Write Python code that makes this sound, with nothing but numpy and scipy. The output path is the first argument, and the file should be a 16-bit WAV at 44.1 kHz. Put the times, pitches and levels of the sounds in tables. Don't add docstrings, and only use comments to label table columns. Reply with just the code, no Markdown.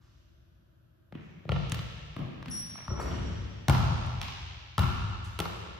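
import sys
import numpy as np
from scipy import signal
from scipy.fft import rfft, irfft
from scipy.io import wavfile
from scipy.ndimage import uniform_filter1d

SR = 44100
rng = np.random.default_rng(int(sys.argv[2]) if len(sys.argv) > 2 else 0)


def bounce(signal):
    frames = np.transpose(np.atleast_2d(signal))
    limited = np.clip(frames, -1, 1)
    pcm = np.round(limited * 32767).astype(np.int16)
    wavfile.write(sys.argv[1], SR, pcm)


N = 255339

# start in seconds, floor thump pitch in Hz, thump level in dB,
# knock pitch in Hz, knock level in dB, ring level in dB, ring tilt in dB per octave, crack pitch in Hz,
# crack level in dB, fizz level in dB, near wall echo delay in ms, its level in dB,
# far wall echo delay in ms, its level in dB. The near echo comes sooner as play moves toward that wall.
BALL_BLOWS = [(1.492, 145.5, -28, 528, -33, -32.5, -1, 2650, -31.5, -52.5, 26.8, 0.5, 70, -4.5),
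              (1.720, 163, -48, 1570, -55.5, -55.5, 17, 3700, -34, -39, 24.6, -1, 71.5, -2.5),
              (3.683, 126.7, -20, 238, -39, -19, -9, 3850, -23.5, -28.5, 13.5, -1.5, 66, -9.5),
              (4.215, 127, -54.5, 2600, -36, -40, -7, 3900, -32, -42, 13, -9, 68, -6),
              (4.780, 109.5, -21.5, 262, -49, -23, 0.5, 3580, -26, -31.5, 12, -2.5, 55, -7.5),
              (5.390, 171, -39, 398, -39.5, -30, -2, 3530, -29.5, -32.5, 11.6, 2, 65, -6)]
SHOE_BLOWS = [(1.124, 167, -35.5, 235, -48, -54, -3, 2400, -46, -68, 28, -2, 73.2, -14),
              (1.453, 146, -32, 360, -59, -54, -1.7, 2800, -59, -71, 27, -2, 74, -3),
              (1.697, 108, -34, 217, -54.5, -66, -1.5, 5800, -44, -50.5, 23, 12, 70.5, -15),
              (2.165, 138, -27.5, 214, -40, -37, -0.47, 2520, -40, -53, 25.6, -8.5, 66.4, -16),
              (2.427, 166, -33.5, 1370, -52, -54, 2, 3400, -46, -61, 41, -26, 70.4, -23),
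              (2.459, 241, -38, 1320, -47.5, -58, 1.8, 3500, -43, -55.5, 24, -0.5, 68, -32),
              (2.756, 106, -47, 500, -83, -46.5, -1.3, 1690, -44.5, -70, 23, -0.5, 68.3, -10),
              (2.788, 122, -51, 250, -79, -68, -1.7, 1840, -45.5, -67, 16.4, -3, 63.5, -12)]
HOOP_BLOWS = [(2.880, 90, -35.5, 397, -55, -40.5, 0.6, 2930, -46.5, -60, 23, -4.5, 59.7, -8.5),
              (2.912, 89, -30, 388, -43.5, -68, -1.5, 2030, -70, -80, 9.2, -22, 59.6, -26),
              (2.998, 80.8, -53, 260, -54, -44, -0.27, 1940, -55, -49, 22, -21, 62.4, -13)]
# pitch in Hz, level in dB, time to fade by 60 dB in seconds.
BALL_TONES = [(750, 3.5, 0.0065), (834, -12.5, 0.073), (912, -5, 0.023), (1134, -1, 0.012),
              (1368, 3.5, 0.02), (1306, -20.5, 0.11), (1836, -12, 0.019), (2580, -13, 0.012),
              (2970, -11, 0.0098), (3400, -16, 0.02)]
SHOE_TONES = [(552, 5, 0.01), (1015, 11.5, 0.0031), (1300, 10, 0.0063), (1610, -8.5, 0.024)]
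HOOP_TONES = [(367, -17, 0.67), (559, 1, 0.028), (980, 20, 0.0049), (1340, 8.5, 0.016), (1920, -5.5, 0.013)]
# deep boom in dB above the thump, time for the thump to fade by 60 dB in seconds,
# level of the bass sent to the hall in dB.
BALL_KIND = (-3, 0.085, 1.58)
SHOE_KIND = (-19.5, 0.031, 6.1)
HOOP_KIND = (2.8, 0.036, -4.5)
# pitch in Hz, level in dB.
NEAR_WALL = [(300, 6), (1000, -5), (2300, 1.5), (3250, 5), (4000, -1), (10000, 2)]
# fade by 60 dB in seconds, for the direct, near wall and far wall path.
SCATTER_T60 = (.018, .022, .026)
FAR_WALL_HZ = 5000
DIRECT_GAIN_DB = 0


def play_blows(near, sent):
    far_wall = signal.butter(2, FAR_WALL_HZ, fs=SR, output="sos")
    kinds = ((BALL_BLOWS, BALL_KIND, BALL_TONES),
             (SHOE_BLOWS, SHOE_KIND, SHOE_TONES),
             (HOOP_BLOWS, HOOP_KIND, HOOP_TONES))
    spot = 0
    for blows, (boom_db, thump_t60, bass_db), tones in kinds:
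        for (s, thump_hz, thump_db, knock_hz, knock_db, ring_db, tilt_db, crack_hz, crack_db, fizz_db,
             near_ms, near_db, far_ms, far_db) in blows:
            bass, body = blow(tones, thump_db + boom_db, thump_hz, thump_db, thump_t60, knock_hz, knock_db,
                              ring_db, tilt_db, crack_hz, crack_db, fizz_db)
            paths = (body, colour(body, NEAR_WALL)[0], signal.sosfilt(far_wall, body))
            delays_ms = (0, near_ms, far_ms)
            levels_db = (DIRECT_GAIN_DB, near_db, far_db)
            for heard, ms, path_db, t60 in zip(paths, delays_ms, levels_db, SCATTER_T60):
                arrival = bass + scatter(heard, t60)
                add(near, undb(path_db) * arrival, s + ms / 1000)
            add(sent[spot % len(sent)], undb(bass_db) * bass + body, s)
            spot += 1


FIZZ_HZ = 7000


def blow(tones, boom_db, thump_hz, thump_db, thump_t60, knock_hz, knock_db,
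         ring_db, tilt_db, crack_hz, crack_db, fizz_db):
    t = np.arange(SR // 4) / SR
    click = 6.5 * (t == 0)
    crack = undb(crack_db) * band(click, crack_hz / 3.84, crack_hz * 1.346, order=3)
    crack -= undb(fizz_db) * band(click, FIZZ_HZ, TOP_HZ)
    ring = np.zeros(len(t))
    for k, (hz, db, t60) in enumerate(tones):
        tilted_db = db + tilt_db * np.log2(hz / 1000)
        ring += (-1) ** k * undb(tilted_db) * fade(t, t60) * np.sin(2 * np.pi * hz * t)
    squash = 1 - np.exp(-t / .001)
    knock = undb(knock_db) * band(click, knock_hz / 1.21, knock_hz * 1.64)
    body = undb(ring_db) * squash * ring + knock
    swing = 1 - np.exp(-t / .011)
    thump = fade(t, max(thump_t60, .01)) * swing * np.sin(2 * np.pi * thump_hz * t)
    late_click = np.roll(click, SR // 150)
    bass = undb(thump_db) * thump + undb(boom_db) * band(late_click, 42.0, 115.3)
    return bass, body + crack


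FIRST_ARRIVAL = 6.5


def scatter(x, t60):
    t = np.arange(SR // 20) / SR
    burst = rng.standard_normal(len(t)) * fade(t, t60) * (1 - np.exp(-t / 0.00032))
    burst[SR // 4000] = FIRST_ARRIVAL
    return signal.fftconvolve(x, burst / np.sqrt(np.sum(burst ** 2)))[:len(x)]


# start in seconds, rise in seconds,
# time to fade by 60 dB in seconds, level in dB.
RUMBLE = (2.96, .11, 1.2, -45)
RATTLE = (2.93, .09, .4, -43.5)


def shake_hoop():
    noise = rng.standard_normal((2, N))
    rumble = swell(*RUMBLE) * band(noise[0], 22, 119)
    rattle = swell(*RATTLE) * band(noise[1] * grain(N, 160, 0.7), 240, 1500)
    return rumble + rattle


def swell(start_s, rise_s, t60, db):
    t = np.maximum(np.arange(N) / SR - start_s, 0)
    rise = 1 - np.exp(-(t / rise_s) ** 2)
    return undb(db) * rise * fade(np.maximum(t - rise_s, 0), t60)


# pitch in Hz, amount of waver in Hz, level in dB.
SQUEAK_TONES = [(5632, 26, -42), (5567, 30, -54), (9350, 200, -39.5), (10650, 180, -48), (11181, 70, -52),
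                (11270, 70, -47)]
SQUEAK_S, SQUEAK_LONG_S, SQUEAK_DB = 2.507, .12, -0.6


def squeak():
    size = int(SQUEAK_LONG_S * SR)
    slide = 1 - .015 * np.exp(-np.arange(size) / SR / .015)
    waver = uniform_filter1d(rng.standard_normal((len(SQUEAK_TONES), size)), size=80) * np.sqrt(80)
    tones = np.zeros(size)
    for (hz, waver_hz, db), drift in zip(SQUEAK_TONES, waver):
        phase = 2 * np.pi * np.cumsum(hz * slide + waver_hz * drift) / SR
        tones += undb(db) * np.sin(phase)
    envelope = np.sin(np.pi * np.linspace(0, 1, size)) ** .4
    return undb(SQUEAK_DB) * tones * envelope * grain(size, 60, .15)


# start in seconds, length in seconds, level in dB, centre pitch in Hz, width in Hz.
NOISE_SWELLS = [(.01, 0.49, -77.5, 4220, 3340), (.01, 0.32, -81.5, 1300, 960), (.01, 0.46, -73, 58, 39.7),
                (1.149, 0.37, -68.5, 1900, 1440), (1.202, 0.34, -80, 5200, 3000),
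                (1.511, 0.55, -56.5, 3400, 1980), (2.499, 0.022, -47.5, 10800, 1470),
                (2.511, 0.038, -47, 5670, 597), (2.99, 1, -59.5, 3270, 3800),
                (3.011, 0.041, -53.5, 4580, 450), (3.108, 0.05, -51.5, 3160, 600),
                (2.502, 1, -66.5, 4100, 2380), (2.998, 0.13, -55.5, 9200, 6050),
                (4.064, 0.017, -56, 8100, 9400), (5.243, 0.11, -57.5, 7000, 9200),
                (2.96, 0.27, -58.5, 1400, 1420)]


def play_noise_swells(track):
    for s, long_s, db, hz, width_hz in NOISE_SWELLS:
        add(track, noise_swell(long_s, db, hz, width_hz), s)


def noise_swell(long_s, db, hz, width_hz):
    envelope = np.sin(np.pi * np.linspace(0, 1, int(long_s * SR)) ** 0.26) ** 2
    noise = rng.standard_normal(len(envelope))
    return undb(db) * envelope * band(noise, hz - width_hz / 2, hz + width_hz / 2)


# pitch in Hz, time to fade by 60 dB in seconds.
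HALL_T60 = [(50, 3.17), (130, 1.32), (250, 1.49), (500, 1.98), (1000, 1.79), (2500, 2.66), (4500, 2.39),
            (7000, 1.85), (10000, 0.58), (12500, 0.67), (15500, 0.097)]
# pitch in Hz, level in dB before HALL_DB is added.
HALL_COLOUR = [(40, -2.5), (120, 3), (200, 5.5), (300, 7.5), (500, -0.5), (800, -1), (1300, -1),
               (1900, 0.5), (2600, 1.5), (3300, 2), (4500, -1.5), (6000, 1.5), (9000, -5.5), (15000, 13)]
HALL_DB, HALL_RISE_S = -34, .015
HALL_GRAIN, HALL_BLEND_S = .55, 0.024


def hall(count):
    hz = np.fft.rfftfreq(1024, 1 / SR)[:, None]
    t = np.arange(240) * 512 / SR
    chance = rng.standard_normal((2, count, 2, len(hz), len(t)), dtype=np.float32)
    shape = undb(along(HALL_COLOUR, hz) + HALL_DB) * fade(t, along(HALL_T60, hz))
    spectrum = (chance[0] + 1j * chance[1]) * shape / 32
    tail = signal.istft(spectrum, nperseg=1024, noverlap=512)[1]
    t = np.arange(tail.shape[-1]) / SR
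    clusters = np.array([grain(len(t), 246.3, HALL_GRAIN) for _ in range(count)])[:, None]
    clusters = clusters ** np.exp(-t / HALL_BLEND_S)
    return tail * clusters * (1 - np.exp(-(t / HALL_RISE_S) ** 2))


# pitch in Hz, relative level in dB per Hz.
AIR_COLOUR = [(15, -47), (25, -6), (114, -2), (285, -19), (335, -10), (416, -27.5), (641, -18), (754, -31),
              (1560, -20), (2050, -34.5), (2990, -26.5), (6050, -38), (8590, -42.5), (13200, -21),
              (16000, -71.5)]
AIR_DB = -74.5


def ventilation():
    air = colour(rng.standard_normal((2, N)), AIR_COLOUR)
    return air * undb(AIR_DB) / np.std(air[0])


def undb(db):
    return 10 ** (np.asarray(db) / 20)


def along(table, hz):
    f, v = np.transpose(table)
    return np.interp(np.log(np.maximum(hz, 1)), np.log(f), v)


def colour(x, table):
    cepstrum = irfft(np.log(undb(along(table, np.fft.rfftfreq(4096, 1 / SR)))))
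    cepstrum[1:2048] *= 2
    cepstrum[2049:] = 0
    response = irfft(np.exp(rfft(cepstrum)))
    return signal.oaconvolve(np.atleast_2d(x), response[None], axes=-1)[..., :x.shape[-1]]


def band(x, lo_hz, hi_hz, order=2):
    hi_hz = min(hi_hz, .45 * SR)
    sos = signal.butter(order, [lo_hz, hi_hz], "band", fs=SR, output="sos")
    return signal.sosfilt(sos, x) * np.sqrt(SR / 2 / (hi_hz - lo_hz))


def add(track, sound, s):
    i = int(s * SR)
    track[i:i + len(sound)] += sound[:len(track) - i]


def fade(t, t60):
    return np.exp(-np.log(1000) * t / t60)


def grain(size, rate, depth):
    k = int(SR / rate)
    steps = np.repeat(rng.standard_normal(size // k + 1), k)
    gain = np.exp(depth * uniform_filter1d(steps, k // 2)[:size])
    return gain / np.sqrt(np.mean(gain ** 2))


def scene():
    rooms = hall(count=5)
    near = np.zeros(N)
    sent = np.zeros((len(rooms), N))
    play_blows(near, sent)
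    soft = shake_hoop()
    play_noise_swells(soft)
    add(soft, squeak(), SQUEAK_S)
    near += soft
    sent[0] += soft
    wet = signal.fftconvolve(sent[:, None], rooms, axes=-1)[..., :N].sum(axis=0)
    direct = np.array([near, undb(-7.0) * np.roll(near, 6)])
    return direct + wet + ventilation()


# pitch in Hz, level in dB.
SUM_TONE = [(30, -9), (60, 15.5), (1400, 5), (1750, 4.5), (2900, 1.5), (3500, 0), (6500, 0.5), (7600, -1),
            (8300, -15), (9400, -24.5), (10600, -6.5), (15000, -8.5)]
DIFFERENCE_TONE = [(30, -37.5), (60, 2), (125, 4), (250, 8.5), (500, 9), (1000, 7.5), (2000, 3.5),
                   (5000, 0), (9000, 1.5), (11000, -10), (12500, -25), (15000, -36)]
# pitch in Hz, level in dB.
LEFT_SHARE = [(30, 1), (200, -13.5), (500, -10), (2000, -89), (8000, 6)]
LEFT_DB = 0.13
TOP_HZ = 15900


def record(dry):
    mid = colour(dry[0], SUM_TONE)[0]
    leak = colour(dry[0], LEFT_SHARE)[0]
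    side = colour(dry[1] + leak, DIFFERENCE_TONE)[0]
    left = (mid + side) * undb(LEFT_DB / 2)
    right = (mid - side) * undb(-LEFT_DB / 2)
    top_cut = signal.ellip(8, .2, 70, TOP_HZ, fs=SR, output="sos")
    return signal.sosfilt(top_cut, np.array([left, right]))


dry = scene()
out = record(dry)
bounce(out)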